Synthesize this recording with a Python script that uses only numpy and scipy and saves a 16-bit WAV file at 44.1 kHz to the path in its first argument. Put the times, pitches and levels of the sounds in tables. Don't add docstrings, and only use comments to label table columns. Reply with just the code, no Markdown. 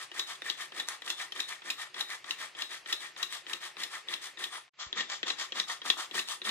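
import sys
import numpy as np
from scipy import signal
from scipy.fft import rfft, irfft, next_fast_len
from scipy.io import wavfile
from scipy.ndimage import uniform_filter1d, map_coordinates

SR = 44100
rng = np.random.default_rng(int(sys.argv[2]) if len(sys.argv) > 2 else 0)


def how_loud(loudness_db):
    steps = np.asarray(loudness_db, float) / 20
    return 10 ** steps


def output_pcm(signal):
    pcm = np.clip(np.atleast_2d(signal).T, -1, 1) * 32767
    wavfile.write(sys.argv[1], SR, np.round(pcm).astype(np.int16))


N = 286650
CUT_S = 4.7


def unit(x):
    return x / np.sqrt(np.mean(x ** 2) + 1e-20)


def along(points, hz):
    f, v = np.transpose(points)
    return np.interp(np.log(hz + 1), np.log(f + 1), v)


def filtered(x, response):
    m = next_fast_len(N + SR // 8)
    return irfft(rfft(x, m) * response(np.fft.rfftfreq(m, 1 / SR)), m)[..., :N]


def ringing(modes):
    f = np.linspace(0, SR / 2, num=6000)
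    shape = 0
    for k, (c, w, db) in enumerate(modes):
        shape = shape + (-1) ** k * how_loud(db) * 1j * f * w / (c * c - f * f + 1j * f * w)
    return lambda hz: np.interp(hz, f, unit(np.abs(shape)) * np.exp(1j * np.angle(shape)))


def wobble(rate_hz):
    step = np.arange(0, N + 16, 16)
    knots = rng.standard_normal(int(N * rate_hz / SR) + 4)
    return np.interp(np.arange(N), step, map_coordinates(knots, [step * rate_hz / SR]))


def pair(size, apart):
    return rng.standard_normal(size) + apart * rng.standard_normal((2, size))


def grit(spread_db, flutter_db, apart):
    grains_db = spread_db * np.minimum(rng.exponential(size=N), 5.5)
    slip_db = flutter_db * (wobble(170) + 0.43 * wobble(45))
    return unit(pair(N, apart) * how_loud(grains_db + slip_db))


def effort(times, levels_db, rise_s, fall_s, hump_db):
    power, t = np.zeros(N), np.arange(N) / SR
    for s, length, db in zip(*times, levels_db):
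        near = slice(max(round((s - .1) * SR), 0), round((s + .3) * SR))
        u = t[near] - s
        edge_db = -20 * (np.clip(-u, 0, None) / rise_s + np.clip(u - length, 0, None) / fall_s)
        arch_db = -hump_db * np.clip(2 * u / length - 1, -1, 1) ** 2
        power[near] += how_loud(db + edge_db + arch_db) ** 2
    return np.sqrt(power)


# [down rub/dB, upper frame rel/dB, up rub/dB, upper frame rel/dB]
PISTON_RUBS = [(-46.5, -4, -48.5, 1.5), (-46, 3, -46.5, 2), (-44.5, -1, -47.5, -1), (-47, -2, -46.5, 3),
               (-45, -1, -47, -1), (-46.5, -8, -47.5, 5.5), (-46, 4, -45.5, -4), (-48, -9, -45, -6),
               (-48, 5, -47.5, 1), (-46, -2, -46.5, -1), (-48.5, -1, -47.5, 6), (-46, -6, -46.5, 3.5),
               (-45.5, 2, -47.5, -1), (-44, 0, -48, 1), (-45.5, -1, -49, 6.5), (-40.5, 0, -44.5, -9),
               (-43, 4, -45.5, -7), (-43.5, 3, -47, -4), (-43.5, -4, -47, -1), (-41, 0, -49, 4),
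               (-40.5, -4, -47, 0)]
# [clack t/s, rub/dB, upper frame rel/dB]
UP_ONLY = [
    (-0.112, -48, -0.5),
    (4.711, -51.5, 3),
]


def strokes():
    # [start after clack or tick/s, length/s, steam hiss/dB, exhaust cup/dB]
    down_far, up_far = (-0.05, 0.073, -53.3, -51.7), (0.08, 0.068, -52.3, -50.7)
    down_near, up_near = (0.034, 0.053, -47, -47.5), (-0.135, 0.058, -47.3, -47.5)
    tick_s = np.array([s for s, _ in VALVE_TICKS] + [N / SR + 1])
    turns = [(s, *rubs) for (s, *_), rubs in zip(ROD_CLACKS, PISTON_RUBS)]
    rows = []
    for s, db, rel_db, *_ in turns:
        begin = (tick_s[np.searchsorted(tick_s, s) - 1], *down_near) if s > CUT_S else (s, *down_far)
        rows.append((*begin, db, rel_db, 1))
    for s, *_, db, rel_db in turns + UP_ONLY:
        begin = (tick_s[np.searchsorted(tick_s, s)], *up_near) if s > CUT_S else (s, *up_far)
        rows.append((*begin, db, rel_db, 0))
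    s, after, length, *parts_db, rub_db, rel_db, loaded = np.transpose(rows)
    scatter_db = rng.standard_normal((len(s), 2)) * (0.8, 1.2)
    follow_db = np.outer(rub_db + 46, (0.3, 0.2))
    hiss_db, cup_db = parts_db + (follow_db + scatter_db).T
    return s + after, length, rub_db, rub_db + rel_db, hiss_db, cup_db, loaded


# [f/Hz, width/Hz, level/dB]
LOWER_FRAME = [(1608, 100, -5), (1818, 89, 3.5), (2004, 130, -0.5), (2310, 186, -5), (2700, 160, -13)]
UPPER_FRAME = [(2800, 330, -1.5), (3350, 207, 4.5), (3800, 256, 3.5), (4280, 350, -5.5), (4800, 380, -9)]
EXHAUST_CUP = [(768, 273, -10), (1123, 196, -1.5), (1342, 260, -3.5)]
ENGINE_BASE = [(192, 35, -8.5), (300.3, 26.5, -1), (368, 39, 1.5), (534, 133, -6)]
STONE_SLAB = [(212, 58, 0)]
# [f/Hz, density/dB per Hz]
STEAM_HISS = [(1180, -51.5), (2000, -9.5), (2600, -12), (3310, 1), (4150, -5), (9250, -10.5), (12100, -18),
              (15100, -22), (15600, -35.5), (16000, -62)]


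def piston():
    *times, rub_db, high_db, hiss_db, cup_db, loaded = strokes()
    shake = grit(2.38, 2.3, 0.22)
    low_force = grit(3.3, 2.15, 0.55) * effort(times, rub_db + 4.0, 0.038, 0.077, 8)
    high_force = grit(3.1, 2.2, 0.61) * effort(times, high_db - 1.3, 0.013, 0.081, 12.7)
    cup_force = grit(2.7, 1.8, 0.5) * effort(times, cup_db + 3.5, 0.02, 0.054, 5.6)
    base_force = shake * effort(times, rub_db - 19.3 + 7 * loaded, 0.083, 0.047, 1.7)
    near = loaded * (times[0] > CUT_S)
    slab_force = shake * effort(times, rub_db - 47 + 31 * near, .03, 0.034, 2.8)
    frame = filtered(low_force, ringing(LOWER_FRAME)) + filtered(high_force, ringing(UPPER_FRAME))
    cup = filtered(cup_force, ringing(EXHAUST_CUP))
    base = filtered(base_force, ringing(ENGINE_BASE)) + filtered(slab_force, ringing(STONE_SLAB))
    jet = unit(filtered(grit(1.35, 2.25, 1.0), lambda hz: how_loud(along(STEAM_HISS, hz))))
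    return frame + cup + base + jet * effort(times, hiss_db + 9.5, .016, 0.056, 4.2)


def coloured(events, usual_db, pins_db, frame_db, missed, hz=None):
    rows = []
    for (s, db, *rest), c in zip(events, rng.standard_normal((len(events), 3))):
        ring_hz = rest[0] if rest else hz * (1 + 0.03 * c[0])
        treble_db = pins_db - 5.5 * (s > CUT_S) + 2.5 * c[1]
        mid_db = frame_db - missed * (db - usual_db) + 2.5 * c[2]
        rows.append((s, db, ring_hz, treble_db, mid_db))
    return rows


# [f/Hz, width/Hz, level/dB]
PIN_MODES = [(5340, 350, 5), (7520, 610, 0), (10120, 950, -7)]
BEAM_MODES = [(3400, 180, -2), (3610, 32, -4.5), (3877, 48, -4)]


def contacts(events, bounces, ring_s, rattle_s, gain_db, beam_db, base_db):
    own, force = np.zeros((2, N + SR)), np.zeros((3, 2, N + SR))
    t = np.arange(SR // 25) / SR
    delay, size_db = np.transpose(bounces)
    chances = rng.standard_normal((len(events), 3, len(delay)))
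    for (s, db, hz, treble_db, mid_db), chance in zip(events, chances):
        u = t - (delay * (1 + 0.13 * chance[0]))[:, None]
        size = how_loud(size_db + 1.74 * chance[1])[:, None] * (u > 0)
        tone = np.sin(2 * np.pi * hz * (1 + 0.035 * chance[2][:, None]) * u)
        tone = tone * how_loud(-60 * np.abs(u) / ring_s) * np.clip(u / 0.00029, 0, 1)
        chime = np.sum(size * tone, axis=0)
        shape = np.sum(size * how_loud(-60 * np.abs(u) / rattle_s), axis=0)
        burst = 1.24 * unit(shape * pair(len(t), 0.74)) * np.sqrt(np.mean(shape ** 2))
        own[:, round(s * SR):][:, :len(t)] += how_loud(db + gain_db) * chime / np.abs(chime).max()
        parts = how_loud(db + np.array([0, treble_db, mid_db]))[:, None, None]
        force[..., round(s * SR):][..., :len(t)] += parts * burst
    high, treble, mid = force[..., :N]

    def struck(hz):
        beam_base = how_loud(beam_db) * ringing(BEAM_MODES)(hz) + how_loud(base_db) * ringing(ENGINE_BASE)(hz)
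        return how_loud(1.04) * ringing(UPPER_FRAME)(hz) + beam_base

    def pins(hz):
        click = 1j * hz / (3500 + 1j * hz) / (1 + 1j * hz / 7000)
        return how_loud(4) * ringing(PIN_MODES)(hz) + how_loud(1) * click

    lower = how_loud(1.5) * filtered(mid, ringing(LOWER_FRAME + EXHAUST_CUP))
    return own[:, :N] + filtered(high, struck) + filtered(treble, pins) + lower


# [t/s, peak/dB, ring f/Hz]
ROD_CLACKS = [(0.194, -26, 3740), (0.4978, -27, 4160), (0.7976, -28.5, 3557), (1.1014, -25.5, 3580),
              (1.4017, -27.5, 3560), (1.702, -26, 2550), (2.0068, -29, 3860), (2.3077, -29.5, 2800),
              (2.6194, -29.5, 3850), (2.9257, -24.5, 3810), (3.2281, -26.5, 3780), (3.5319, -29, 3200),
              (3.8332, -28.5, 3610), (4.1375, -27.5, 3250), (4.4383, -28, 2620), (5.0064, -30, 3470),
              (5.3023, -28, 3900), (5.5977, -24.5, 3770), (5.9005, -19.5, 3450), (6.1913, -25.5, 3960),
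              (6.4914, -26, 3740)]


def rod_clacks():
    rows = coloured(ROD_CLACKS, usual_db=-27, pins_db=-14.8, frame_db=-15, missed=0.4)
    bounces = [(0, 0.8), (.0018, 0.2), (.0055, -7), (.011, -16)]
    return contacts(rows, bounces, ring_s=0.017, rattle_s=0.013, gain_db=0.6, beam_db=-11, base_db=-25)


# [t/s, peak/dB]
VALVE_TICKS = [(0.1155, -36.5), (0.4192, -36.5), (0.7204, -38.5), (1.0198, -35.5), (1.3214, -30),
               (1.6194, -41.5), (1.943, -36), (2.2428, -40.5), (2.5498, -40.5), (2.8596, -37),
               (3.1635, -39.5), (3.466, -36.5), (3.7678, -39.5), (4.0851, -32), (4.3725, -41),
               (4.6788, -58), (4.9278, -30), (5.23, -28), (5.5212, -28.5), (5.8174, -31.5), (6.1113, -32),
               (6.4173, -33)]
# [t/s, peak/dB]
PIN_KNOCKS = [(1.077, -33), (1.1998, -39), (1.3613, -37), (2.4044, -41.5), (2.588, -42.5), (2.7162, -38),
              (2.8976, -34), (3.497, -34), (4.9906, -34), (5.2666, -33.5), (5.6988, -35), (5.8598, -35),
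              (6.0033, -38.5), (6.152, -33), (6.4506, -32), (6.4757, -30.5)]


def valve_and_pins():
    ticks = coloured(VALVE_TICKS, usual_db=-36, pins_db=-16, frame_db=-3.5, missed=0.7, hz=3330)
    knocks = coloured(PIN_KNOCKS, usual_db=-35, pins_db=-13, frame_db=-3, missed=0.7, hz=3400)
    bounces = [(0, -0.5), (.0045, -8)]
    return contacts(ticks + knocks, bounces, ring_s=.02, rattle_s=0.0089, gain_db=0.3,
                    beam_db=-16, base_db=-13.5)


# [t/s, f/Hz, level/dB]
BEAM_SONGS = [(0.195, 3810, -47), (0.498, 3500, -53), (0.798, 3830, -51), (1.102, 3530.0, -48),
              (1.402, 3770, -48), (1.703, 3800.0, -51), (2.007, 3800, -50.5), (2.308, 3760, -55),
              (2.62, 3780, -48), (2.925, 3800.0, -48), (3.229, 3800, -48.5), (3.533, 3800, -57),
              (3.834, 3610.0, -55), (4.138, 3590, -52.5), (4.439, 3520, -52), (5.007, 3540.0, -56.5),
              (5.303, 3820.0, -56.5), (5.598, 3790, -53), (5.901, 3540.0, -51.5), (6.192, 3890.0, -51)]


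def singing():
    out, t = np.zeros(N + SR), np.arange(SR // 6) / SR
    rough_hz, broken_db = np.pad([75 * wobble(300), 3.5 * wobble(45)], ((0, 0), (0, SR)))
    swell = np.clip(t / .006, 0, 1) * how_loud(-60 * t - 20 * np.clip(t - .08, 0, 1) / .04)
    for s, hz, db in BEAM_SONGS:
        now = slice(round(s * SR), round(s * SR) + len(t))
        drift = np.cumsum(rough_hz[now] + 25 - 600 * t) / SR
        voice = how_loud(broken_db[now]) * np.sin(2 * np.pi * (hz * t + drift))
        for other_hz, rel_db in zip((3540, 3800, 4060), (-7, -8, -2.5)):
            fading = how_loud(rel_db + rng.normal(0, 2) - 110 * t)
            voice = voice + fading * np.sin(2 * np.pi * (other_hz * t - drift + rng.random()))
        out[now] += how_loud(db + 5.8) * swell * voice
    return out[:N] * how_loud(1.7 * wobble(130))


# [t/s, peak/dB]
DROP_SPITS = [(0.2314, -51.5), (0.4625, -36), (0.8867, -19), (1.493, -34), (2.1037, -35), (3.3256, -30.5),
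              (4.8014, -43), (4.9717, -32.5), (5.1003, -31), (5.2714, -35), (5.3983, -31), (6.2872, -28.5)]


def spits():
    out, t = np.zeros(N + SR), np.arange(SR // 50) / SR
    for s, db in DROP_SPITS:
        spray = how_loud(-60 * t / 0.005) * rng.standard_normal(len(t))
        out[round(s * SR):][:len(t)] += how_loud(db + 8.5) * (spray + 4 * (t == 0))

    def crack(hz):
        low_cut = 1j * hz / (2500 + 1j * hz)
        return low_cut / (1 + 1j * hz / 6500 - (hz / 8500) ** 2) / (1 + 1j * hz / 11000)

    return filtered(out[:N], crack)


# [t/s, peak/dB]
CUP_TAPS = [
    (5.558, -41),
    (5.852, -34),
    (5.862, -31),
    (5.938, -40),
    (5.969, -37),
    (5.988, -32),
    (6.144, -37),
]


def taps():
    blows = np.zeros(N)
    for s, db in CUP_TAPS:
        blows[round(s * SR):][:20] = how_loud(db + 6) * np.hanning(20)
    body = lambda hz: ringing(EXHAUST_CUP)(hz) + how_loud(-14) * ringing(ENGINE_BASE)(hz)
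    return how_loud(-6) * filtered(blows, body)


def whistle():
    t = np.arange(N) / SR
    hz = np.interp(t, [4.51, 4.59], [8300, 10000]) + 160 * wobble(500)
    return how_loud(-51) * np.exp(-((t - 4.55) / 0.042) ** 2) * np.sin(2 * np.pi * np.cumsum(hz) / SR)


def handling():
    t = np.clip(np.arange(N) / SR - 4.866, 0, None)
    turns = 35 * t + 0.83 * (1 - np.exp(-t / .009))
    return how_loud(-46.5) * np.clip(t / .002, 0, 1) * how_loud(-60 * t / 0.074) * np.sin(2 * np.pi * turns)


# [f/Hz, t60/s]
ROOM_T60 = [(200, 0.41), (1500, 0.18), (4000, 0.15), (12000, 0.3)]


def room(x):
    hz, t, z = signal.stft(rng.standard_normal((2, SR // 3)), SR, nperseg=256)
    tail = signal.istft(z * how_loud(-60 * t / along(ROOM_T60, hz)[:, None]), SR, nperseg=256)[1]
    late = np.pad(x, ((0, 0), (130, 0)))
    return signal.fftconvolve(late, tail / np.linalg.norm(tail[0]), axes=1)[:, :N]


# [f/Hz, density/dB per Hz]
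QUIET_NOISE = [(24, -65), (40, -38), (237, -28), (382, -11), (455, -13.5), (1180, -8), (1550, -9),
               (1810, -6), (2570, -4.5), (3300, -9), (4570, -10.5), (8550, -22), (14800, -43), (16000, -55)]


def quiet():
    hum = how_loud(-23.5) * filtered(pair(N, .45), ringing([(139, 35, 0)]))
    noise = unit(filtered(pair(N, 0.58), lambda hz: how_loud(along(QUIET_NOISE, hz))))
    return how_loud(-56.5 + 1.5 * wobble(5)) * (noise + hum)


# [f/Hz, left minus right/dB]
PORT_LEVELS = [(60, 9.5), (250, 0), (1000, 3), (2000, 2), (4500, 5), (8000, 0), (12000, -1.7)]
# [f/Hz, phase/rad]
PORT_LEAD = [(300, .1), (1800, 0.95), (4400, 2.74), (6400, 4.56), (9400, 6.7), (15000, 11.5)]


def ports(hz):
    side = np.array([[.5], [-.5]])
    lead = np.exp(1j * side * np.interp(hz, *np.transpose(PORT_LEAD)))
    return how_loud(side * along(PORT_LEVELS, hz)) * lead * (1j * hz / (130 + 1j * hz)) ** 2


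def scene():
    engine = piston() + rod_clacks() + valve_and_pins() + singing() + spits() + taps() + whistle()
    return filtered(engine + how_loud(-6) * room(engine), ports) + quiet() + handling()


# [f/Hz, level re usual band level/dB]
SPARED_LINES = [(3000, -20), (8000, -11), (10500, 1), (15000, 1.5)]


def thinned(x):
    hz, t, z = signal.stft(x, SR, nperseg=2048)
    power = np.abs(z) ** 2 + 1e-20
    level_db = 10 * np.log10(uniform_filter1d(power.mean(axis=0), size=16, axis=0)[::16])
    usual_db = .45 * level_db + .55 * uniform_filter1d(level_db, size=14, axis=1)
    chance = unit(uniform_filter1d(rng.standard_normal(level_db.shape), size=3, axis=1))
    band_hz = hz[::16]
    held_db = np.outer(band_hz > 8000, np.interp(t, *np.transpose(TREBLE_REOPEN)))
    bar_db = usual_db + along(SPARED_LINES, band_hz)[:, None] + 6.6 * chance - 0.22 * held_db
    kept = np.clip((10 * np.log10(power) - bar_db[np.arange(len(hz)) // 16]) / 2, .02, 1)
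    return signal.istft(z * np.where(hz[:, None] > 2500, kept, 1), SR, nperseg=2048)[1][:, :N]


def band_limit(x):
    return signal.sosfilt(signal.butter(12, 16510, fs=SR, output="sos"), x)


# [t/s, gain/dB]
CUT_FADE = [
    (4.55, -1.2),
    (4.66, -2.5),
    (4.693, -10.5),
    (4.7, -56.5),
    (4.732, -35),
    (4.737, -12),
    (4.8, -3),
    (4.97, -0.5),
]
# [t/s, gain/dB]
TREBLE_REOPEN = [
    (4.693, 0),
    (4.7, -40),
    (4.94, -40),
    (4.97, -18),
    (5.3, -11),
    (5.8, -2),
    (6.5, 1.5),
]


def record(dry):
    t = np.arange(N) / SR
    dry = filtered(thinned(dry), lambda hz: np.clip((15750 - hz) / 500, .001, 1))
    treble = filtered(dry, lambda hz: np.clip((hz - 7550) / 400, 0, 1))
    heard = dry - treble * (1 - how_loud(np.interp(t, *np.transpose(TREBLE_REOPEN))))
    return band_limit(heard * how_loud(np.interp(t, *np.transpose(CUT_FADE))))


dry = scene()
out = record(dry)
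output_pcm(out)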